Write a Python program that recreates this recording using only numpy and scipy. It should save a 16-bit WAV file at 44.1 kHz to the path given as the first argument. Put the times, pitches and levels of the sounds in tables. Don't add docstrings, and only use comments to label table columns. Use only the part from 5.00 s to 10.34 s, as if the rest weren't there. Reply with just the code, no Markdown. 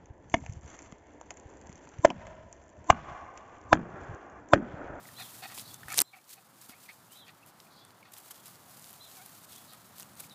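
import sys
import numpy as np
from scipy import signal
from scipy.fft import rfft, irfft
from scipy.io import wavfile
from scipy.ndimage import uniform_filter1d

SR = 44100
rng = np.random.default_rng(int(sys.argv[2]) if len(sys.argv) > 2 else 0)


def transcribe(u):
    v = np.clip(np.atleast_2d(u).T, -1, 1)
    q = np.round(v * 32767).astype(np.int16)
    wavfile.write(sys.argv[1], SR, q)


def makeup_ratio(level_db):
    decades = np.asarray(level_db, float) / 20
    return 10 ** decades


N = 235690
TIME = np.arange(N) / SR

# (time [s], peak level [dB], ring frequency [Hz], thud level [dB], decay time T60 [s])
CHEW_CRACKS = [(.9427, -17, 7200, -14, .005), (.9637, -27, 9400, -30, .004), (.9702, -27, 10200, -30, .012),
               (.9763, -13, 8200, -22, .012), (.9826, -4.5, 9200, -18, .006), (.9828, -12, 3600, -20, .006),
               (.9899, -5, 5500, -26, .004), (.9929, -20, 8100, -22, .003), (.9998, -40, 1800, 10, .004),
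               (1.0031, -6, 9000, -26, .004), (1.0112, -14, 7500, -19, .008),
               (1.0120, -12, 7000, -13, .005), (1.0163, -6, 7000, -18, .005),
               (1.0180, -4, 10500, -24, .004)]


def unit(x):
    return x / np.sqrt(np.mean(x ** 2))


def columns(table, at=TIME):
    s, *rest = np.transpose(table)
    return [np.interp(at, s, c) for c in rest]


def colour(x, table):
    hz, db = np.transpose(table)
    f = np.maximum(np.arange(len(x) // 2 + 1) * SR / len(x), 1)
    gain = makeup_ratio(np.interp(np.log(f), np.log(hz), db))
    return irfft(rfft(x) * gain, len(x))


def band(x, hz, width):
    hz = min(hz, SR * .4)
    return signal.lfilter(*signal.iirpeak(hz, max(hz / width, .3), SR), x)


def walk(rate, size=N):
    hold = max(int(SR / rate), 1)
    levels = np.repeat(rng.standard_normal(size // hold + 1), hold)
    return 1.2 * uniform_filter1d(levels, hold)[:size]


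def add(out, s, x):
    i = int(s * SR)
    out[i:i + len(x)] += x[:N - i]


def ducking(db, back_s):
    since = TIME - 1.01
    return db * (since > 0) * np.exp(-np.maximum(since, 0) / back_s)


def town():
    # (frequency [Hz], level [dB per Hz])
    town_colour = [(18, -58.5), (33, -40), (60, -17.5), (103, -0.5), (170, 1), (394, -7), (461, -8.5),
                   (721, -4), (1280, -5), (1700, -11), (2680, -19), (4300, -20), (8000, -27.5),
                   (16000, -41)]
    level_db = -60.5 + ducking(-3.5, 0.19) + ducking(-6, 0.72) + ducking(-2, np.inf)
    rumble_db = 2 + ducking(-4, 0.26) + ducking(-3, np.inf)
    swell_db = 4 * np.exp(-((TIME - 5.7) / 0.92) ** 2)
    level_db = level_db + 0.15 * swell_db
    rumble_db = rumble_db + swell_db

    air = colour(rng.standard_normal(N), town_colour)
    bass = colour(air, [(250, 1.5), (500, -21)])
    middle = colour(air, [(500, -40), (600, 0), (1500, 0), (1700, -40)])
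    air = (air + bass * (makeup_ratio(rumble_db + .8 * walk(12)) - 1)) / np.std(middle)
    hum_db = -61.5 + ducking(-18, np.inf) + .8 * walk(6)
    hum = np.sin(2 * np.pi * 120 * TIME + 0.25 * walk(16)) * makeup_ratio(hum_db)
    return air * makeup_ratio(level_db + 0.6 * walk(5)) + hum


def whistle(hz, db):
    wobble = walk(300, size=8192)[:len(hz)]
    flutter = walk(163, size=8192)[:len(hz)]
    cycles = np.cumsum(hz * (1 + .009 * wobble)) / SR
    return makeup_ratio(db + 3 * flutter) * np.sin(2 * np.pi * cycles)


def sparrows():
    # (time [s], length [s], level [dB], upper top frequency [Hz], lower voice level [dB])
    chirp_events = [
        (.151, .106, -50.5, 4130, 0),
        (1.026, .104, -65.5, 4150, -4),
        (2.14, .112, -56.5, 4030, 0),
        (3.988, .106, -55.5, 4110, -2),
    ]
    # (share of length [1], upper pitch ratio [1], lower pitch ratio [1], upper [dB], lower [dB])
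    chirp_arc = [(0, .88, .8, -22, -15), (.12, .935, .86, -7, -9), (.24, .975, .92, 0, -5),
                 (.4, 1, .99, -1, -5), (.56, .985, .985, -2, 0), (.72, .965, .92, -8, -1),
                 (.88, .95, .87, -17, -5), (1, .94, .83, -24, -14)]
    # (time [s], length [s], level
    # [dB], start frequency [Hz], end frequency [Hz])
    thin_notes = [(.655, .022, -61, 3830, 3900), (.68, .016, -63, 3400, 3450),
                  (.701, .016, -55, 3400, 3440), (.733, .02, -60, 3480, 3560),
                  (.757, .035, -65, 3600, 3500), (2.095, .06, -64, 2720, 3350),
                  (2.155, .022, -62, 3550, 3640), (2.714, .024, -65, 3880, 3820),
                  (2.762, .024, -63, 4600, 4900), (2.776, .02, -65, 3380, 3320),
                  (2.8, .052, -63, 3370, 3520), (2.856, .014, -68, 3450, 3400),
                  (3.39, .014, -60, 3380, 3330), (4.512, .03, -62, 3380, 3420),
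                  (4.56, .035, -64, 3500, 3280), (4.675, .012, -62, 3750, 4000),
                  (4.694, .02, -58, 3900, 3650), (4.724, .018, -62, 3150, 3400),
                  (5.308, .014, -53, 3920, 3880), (5.316, .016, -54, 3620, 3680),
                  (5.334, .012, -58, 3700, 3750)]
    # (time [s], length [s], level [dB], centre frequency [Hz], width [Hz])
    hoarse_rasps = [(0.624, 0.083, -57.5, 4330, 1100), (2.699, .06, -65, 4300, 1400),
                    (2.756, 0.077, -63, 4200, 1200), (4.496, 0.094, -63.5, 3500, 1100),
                    (4.676, 0.045, -62, 4200, 1300), (5.299, 0.035, -61, 3760, 600)]
    out = np.zeros(N)
    for s, length, db, upper_hz, lower_db in chirp_events:
        up, low, up_db, low_db = columns(chirp_arc, TIME[:int(length * SR)] / length)
        upper = whistle(upper_hz * up, db + up_db)
        lower = whistle(.915 * upper_hz * low, db + lower_db + low_db)
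        add(out, s, upper + lower)
    for s, length, db, start_hz, end_hz in thin_notes:
        share = TIME[:int(length * SR)] / length
        note = whistle(start_hz + (end_hz - start_hz) * share, db)
        add(out, s, note * np.sqrt(np.sin(np.pi * share)))
    for s, length, db, hz, width in hoarse_rasps:
        rasp = unit(band(band(rng.standard_normal(8192), hz, width), hz, width))
        share = np.clip(TIME[:8192] / length, 0, 1)
        add(out, s, makeup_ratio(db) * rasp * np.sqrt(np.sin(np.pi * share).clip(0)))

    t = TIME[:SR // 4]
    echoes = rng.standard_normal(len(t)) * makeup_ratio(-34 - 60 * t / .3)
    echoes[int(.036 * SR)] += makeup_ratio(-8)
    return out + signal.fftconvolve(out, echoes)[:N]


def brushing_db():
    # (time [s], level [dB])
    stirring = [(0, -59), (.3, -50.5), (.52, -52.5), (.85, -60.5), (1.04, -69.5), (1.45, -63), (2.1, -64),
                (2.5, -68.5), (3.1, -66.5), (3.25, -57.5), (3.6, -60), (3.8, -54.5), (4.03, -57.5),
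                (4.44, -56.5), (4.87, -59.5), (5.14, -61.5), (5.34, -60.5)]
    # (peak time [s], peak level [dB], rise per 10 dB [s], fall per 10 dB [s])
    swishes = [(.204, -47, 0.025, 0.11), (0.586, -42, 0.057, 0.048), (.742, -49.5, 0.056, 0.032),
               (.93, -44, 0.048, 0.027), (1.179, -57, 0.025, 0.024), (1.305, -49.5, 0.022, 0.05),
               (1.33, -48, 0.031, 0.022), (1.626, -52, 0.034, 0.063), (1.695, -46, 0.0084, 0.025),
               (1.816, -57, 0.087, 0.37), (2.125, -53.5, 0.022, 0.09), (2.484, -56, 0.031, 0.023),
               (2.602, -59, 0.057, 0.15), (3.122, -52.5, .005, .009), (3.137, -47.5, .005, 0.0065),
               (3.179, -52, 0.05, 0.048), (3.312, -49, 0.016, 0.023), (3.47, -50.5, 0.045, 0.029),
               (3.556, -55.5, 0.13, 0.039), (3.825, -52.5, .04, .1), (3.893, -50, 0.15, 0.026),
               (4.143, -54, 0.33, 0.66), (4.526, -51, 0.1, 0.17), (4.753, -54.5, .08, .05),
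               (4.997, -51.5, 0.083, 0.091), (5.029, -57, .03, 0.034), (5.203, -48, 0.037, 0.022),
               (5.242, -51.5, 0.059, 0.04)]
    s, db, rise, fall = np.transpose(swishes)[:, :, None]
    sweeps = db - 10 * np.maximum((s - TIME) / rise, (TIME - s) / fall)
    return np.maximum(sweeps.max(axis=0), columns(stirring)[0])


def grass():
    # (frequency [Hz], level [dB per Hz])
    blade_colour = [(880, -12), (1500, -13.5), (2370, -9.5), (4830, -3.5), (5660, -5), (7030, -2),
                    (13800, -2), (15500, -1.5), (16000, -30)]
    # (time [s], level [dB])
    tearing = [(.93, -48), (.953, -47), (.968, -41), (.975, -33), (.989, -31), (.997, -50), (1.01, -45),
               (1.019, -37), (1.024, -66)]
    flicks = rng.standard_normal(N) * makeup_ratio(0.95 * rng.exponential(size=N)) * (rng.random(N) < .45)
    tufts = makeup_ratio(1.78 * walk(90) + 0.89 * walk(300))
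    blades = unit(colour(flicks, blade_colour) * tufts)
    stalks = colour(rng.standard_normal(N) * tufts, [(900, -24.0), (1800, -9.5), (4500, -8.5), (7000, -33.5)])
    brushing = makeup_ratio(brushing_db()) * (blades * makeup_ratio(-.5) + unit(stalks) * makeup_ratio(-13))
    fibres = unit(colour(blades, [(2000, -2.5), (5000, -3.5), (10000, -6.5), (14000, -18)]))
    splintering = np.abs(TIME - .98) <= .048
    return np.where(splintering, fibres * makeup_ratio(columns(tearing)[0]), brushing)


def thuds():
    # (time [s], peak level [dB], frequency [Hz])
    thumps = [(0.855, -38, 130), (.853, -46, 62), (1.013, -32, 290), (1.011, -36, 400),
              (1.693, -40, 244), (1.694, -47, 1400), (2.764, -50, 180), (3.029, -50, 187)]
    out, t = np.zeros(N), TIME[:4096]
    for s, db, hz in thumps:
        envelope = makeup_ratio(db - 60 * t / 0.031) * np.minimum(t / 0.0023, 1)
        add(out, s, envelope * np.sin(2 * np.pi * hz * t))
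    return out


def whine():
    # (time [s], pitch [Hz], level [dB])
    whimper = [
        (4.155, 810, -72),
        (4.18, 770, -65),
        (4.2, 710, -60),
        (4.22, 770, -62),
        (4.24, 830, -70),
    ]
    hz, db = columns(whimper)
    phase = 2 * np.pi * np.cumsum(hz) / SR
    on = (TIME > whimper[0][0]) & (TIME < whimper[-1][0])
    voice = np.sin(phase) + makeup_ratio(-5) * np.sin(2 * phase) + makeup_ratio(-7) * np.sin(3 * phase)
    return on * makeup_ratio(db + 5.5) * voice


def snuffles():
    # (time [s], length [s], level [dB], brightness [dB per octave], lowest resonance level [dB])
    nose_puffs = [(0.182, 0.054, -44, 5, 5), (0.42, 0.05, -41, 6, 6), (0.484, 0.057, -48.5, 6, 1),
                  (0.875, 0.022, -48.5, -5, -8), (0.888, 0.061, -43, 3.5, -3.5),
                  (1.127, 0.031, -52.5, -0.5, -2), (1.157, 0.035, -56.5, 0.5, -2),
                  (1.364, 0.034, -57.5, 4.5, 8), (1.691, 0.062, -58, 7, 5), (1.879, 0.042, -54.5, 9, 3.5),
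                  (2.264, 0.045, -53.5, 7.5, -8), (3.035, 0.066, -60, 7, 5), (4.718, 0.039, -57.5, 6, 3)]
    # (frequency [Hz], width [Hz], level [dB])
    nose_modes = [(754, 114, 5.5), (1300, 270, -1.5), (1903, 220, -2), (2180, 280, -6.5), (2550, 280, -5.5),
                  (3650, 1440, -16), (4300, 450, -20.5)]
    out = np.zeros(N)
    for s, length, db, tilt_db, low_db in nose_puffs:
        air = rng.standard_normal(8192) * makeup_ratio(2.0 * walk(400, size=8192))
        puff = np.zeros(8192)
        for hz, width, mode_db in nose_modes:
            gain_db = mode_db + tilt_db * np.log2(hz / 750) + low_db * (hz < 1000)
            puff += makeup_ratio(gain_db) * band(band(air, hz, width), hz, width)
        share = np.clip(TIME[:8192] / length, 0, 1)
        add(out, s, makeup_ratio(db - 2.5) * unit(puff) * np.sin(np.pi * share) ** 0.41)
    return out


def smacks():
    # (time [s], peak level [dB], frequency [Hz], rise [s], decay time T60 [s])
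    wet_pops = [(0.054, -44, 2000, 0.00092, 0.013), (.087, -45, 1780, .001, 0.024),
                (0.577, -40, 1035, 0.0013, 0.022), (.832, -38, 1784, 0.0014, 0.021),
                (0.883, -32.5, 1860, 0.00045, 0.016), (0.899, -38, 2256, 0.003, 0.15),
                (.915, -36.5, 1293, 0.0064, .06), (1.13, -45.5, 2300, 0.011, 0.059),
                (1.181, -55.5, 2320, .008, 0.056), (1.365, -59, 2460, .016, .092),
                (1.72, -51, 2170, 0.014, 0.14), (1.857, -57, 2410, .002, 0.054),
                (1.882, -40.5, 2145, 0.016, 0.06), (2.282, -48.5, 2550, 0.0059, 0.05),
                (2.42, -53, 2550, 0.016, 0.044), (2.662, -56.5, 2510, 0.0068, 0.046),
                (3.028, -46.5, 2220, 0.00082, 0.023), (3.936, -58, 2770, .002, 0.031),
                (4.732, -52.5, 1284, 0.0026, .095), (5.199, -52, 2590, 0.005, 0.025),
                (5.203, -48, 4040, .002, .02), (5.238, -51, 2400, .002, .02),
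                (.917, -41, 2400, 0.0035, .04), (.936, -32.5, 1730, 0.0016, 0.018),
                (3.309, -52, 3150, .002, .02), (5.029, -45, 2880, 0.0012, 0.0092),
                (.881, -44, 750, 0.0025, 0.025)]
    out, t = np.zeros(N), TIME[:6144]
    for s, db, hz, rise, t60 in wet_pops:
        glide = (1 + 13 * rise) ** (t / 0.044 - .3)
        cycles = np.cumsum(hz * glide * (1 + 0.037 * walk(700, size=len(t)))) / SR
        ring = np.sin(2 * np.pi * cycles) * makeup_ratio(3.0 * walk(360, size=len(t)))
        hiss = unit(band(rng.standard_normal(len(t)), hz, 850))
        fade = makeup_ratio(-60 * np.maximum(t - rise, 0) / max(t60, .005)) * np.minimum(t / max(rise, .0005), 1)
        pop = (ring + 0.22 * hiss) * fade
        add(out, s, makeup_ratio(db) * pop / np.abs(pop).max())
    return out


def fractures(events, width_hz, body_hz, edge, spike):
    out, t = np.zeros(N), TIME[:2048]
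    for s, db, hz, thud_db, t60 in events:
        noise = rng.standard_normal((2, len(t)))
        noise[0, 8] += spike
        fade = makeup_ratio(-60 * t / max(t60, .001)) * np.minimum(t / .00015, 1)
        wide = colour(noise[0], [(800, -23.5), (3000, -6), (13000, -3), (16000, -10)])
        crack = (band(noise[0], hz, width_hz) + edge * wide) * fade
        knock = band(noise[1] * makeup_ratio(-60 * t / 0.015), body_hz, 1040)
        both = crack / np.abs(crack).max() + makeup_ratio(thud_db) * knock / np.abs(knock).max()
        add(out, s, makeup_ratio(db) * both)
    return out


def stalk_snaps():
    # (time [s], peak level [dB])
    snap_events = [(.1106, -44), (0.738, -47), (0.8846, -34), (1.171, -45), (1.3075, -48), (1.3275, -43),
                   (1.338, -47), (2.4626, -41.5), (3.119, -44), (3.122, -43), (3.138, -39), (3.1608, -50),
                   (3.182, -40), (3.2125, -45), (3.3085, -31), (3.3115, -32), (3.321, -40), (3.458, -35),
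                   (3.47, -41), (3.481, -34), (3.696, -42), (3.795, -38), (3.8605, -38), (3.9035, -38),
                   (3.908, -36), (3.9295, -37), (4.261, -33.5), (4.5222, -37), (4.734, -37), (4.983, -39),
                   (4.9898, -37), (4.997, -36), (4.9985, -30), (5.0094, -37), (5.024, -35), (5.199, -32),
                   (5.2025, -31), (5.2047, -30), (5.2064, -29), (5.2405, -46), (5.2454, -44)]
    events = [(s, db, 11600, -14, .006) for s, db in snap_events]
    return fractures(events, 3300, 1000, edge=0.35, spike=2.5)


def teeth():
    # (time [s], peak level [dB], ring frequency [Hz])
    tooth_ticks = [(0.2238, -34, 3420), (0.5754, -36, 3800), (.578, -32, 3700), (0.5850, -29, 3550),
                   (0.5960, -28, 4300), (.743, -31.5, 8200), (0.903, -34, 7000), (.92, -28, 8260),
                   (0.9264, -25, 8000), (1.242, -47.5, 4870), (1.293, -39, 7800), (1.31, -39.5, 7000),
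                   (1.332, -37.5, 5100), (1.614, -42, 8000), (1.6938, -35, 7700), (1.696, -39.5, 3500),
                   (1.706, -42, 2980), (1.9634, -55, 7480), (2.031, -56, 6270), (2.1208, -38, 8860),
                   (2.281, -43.5, 4500), (2.6019, -39, 4230), (2.85, -39.5, 8300), (2.906, -46.5, 3910),
                   (3.137, -44, 8350), (3.1668, -40.5, 3200), (3.1735, -43, 6500), (3.3445, -41, 4300),
                   (3.556, -43, 4140), (3.8188, -41, 8410), (3.8245, -41, 7000), (3.8431, -35, 4760),
                   (3.939, -46, 2800), (4.114, -41.5, 3770), (4.285, -45, 3000), (4.53, -42, 6000),
                   (4.538, -44, 3700), (4.561, -37, 6500), (4.7164, -47, 4170), (5.0032, -39, 5500),
                   (5.0064, -36, 4800), (5.013, -41, 7000), (5.0297, -33, 6900), (5.1342, -45, 7040),
                   (5.1537, -43, 8660), (5.1745, -44, 6500), (5.297, -40, 4800), (4.983, -42, 4600)]
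    events = [(s, db, hz, -26, .008) for s, db, hz in tooth_ticks]
    return fractures(events, 1800, 1000, edge=0.33, spike=2.5)


def tag():
    # (frequency [Hz], level [dB], decay time T60 [s])
    tag_modes = [(5561, -15, 0.33), (7574, -3, 0.24), (8463, -18, 0.2)]
    out, t = np.zeros(N), TIME[:SR // 2]
    ring = sum(makeup_ratio(db - 56.0 - 60 * t / t60) * np.sin(2 * np.pi * hz * t) for hz, db, t60 in tag_modes)
    add(out, CHEW_CRACKS[-1][0], ring)
    return out


def chew():
    return fractures(CHEW_CRACKS, 4000, 1070, edge=0.6, spike=4)


def scene():
    near = whine() + snuffles() + smacks() + stalk_snaps() + teeth() + tag() + chew()
    near = signal.sosfilt(signal.butter(3, 100, "high", fs=SR, output="sos"), near)
    heard = town() + sparrows() + grass() + thuds() + near
    return signal.sosfilt(signal.butter(3, 48, "high", fs=SR, output="sos"), heard)[None]


def roll_off(x):
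    return signal.sosfilt(signal.butter(12, 16480, fs=SR, output="sos"), x)


def record(dry):
    cut = signal.sosfilt(signal.cheby2(10, 40, 15900, fs=SR, output="sos"), dry)
    return roll_off(cut)


dry = scene()
out = record(dry)
transcribe(out)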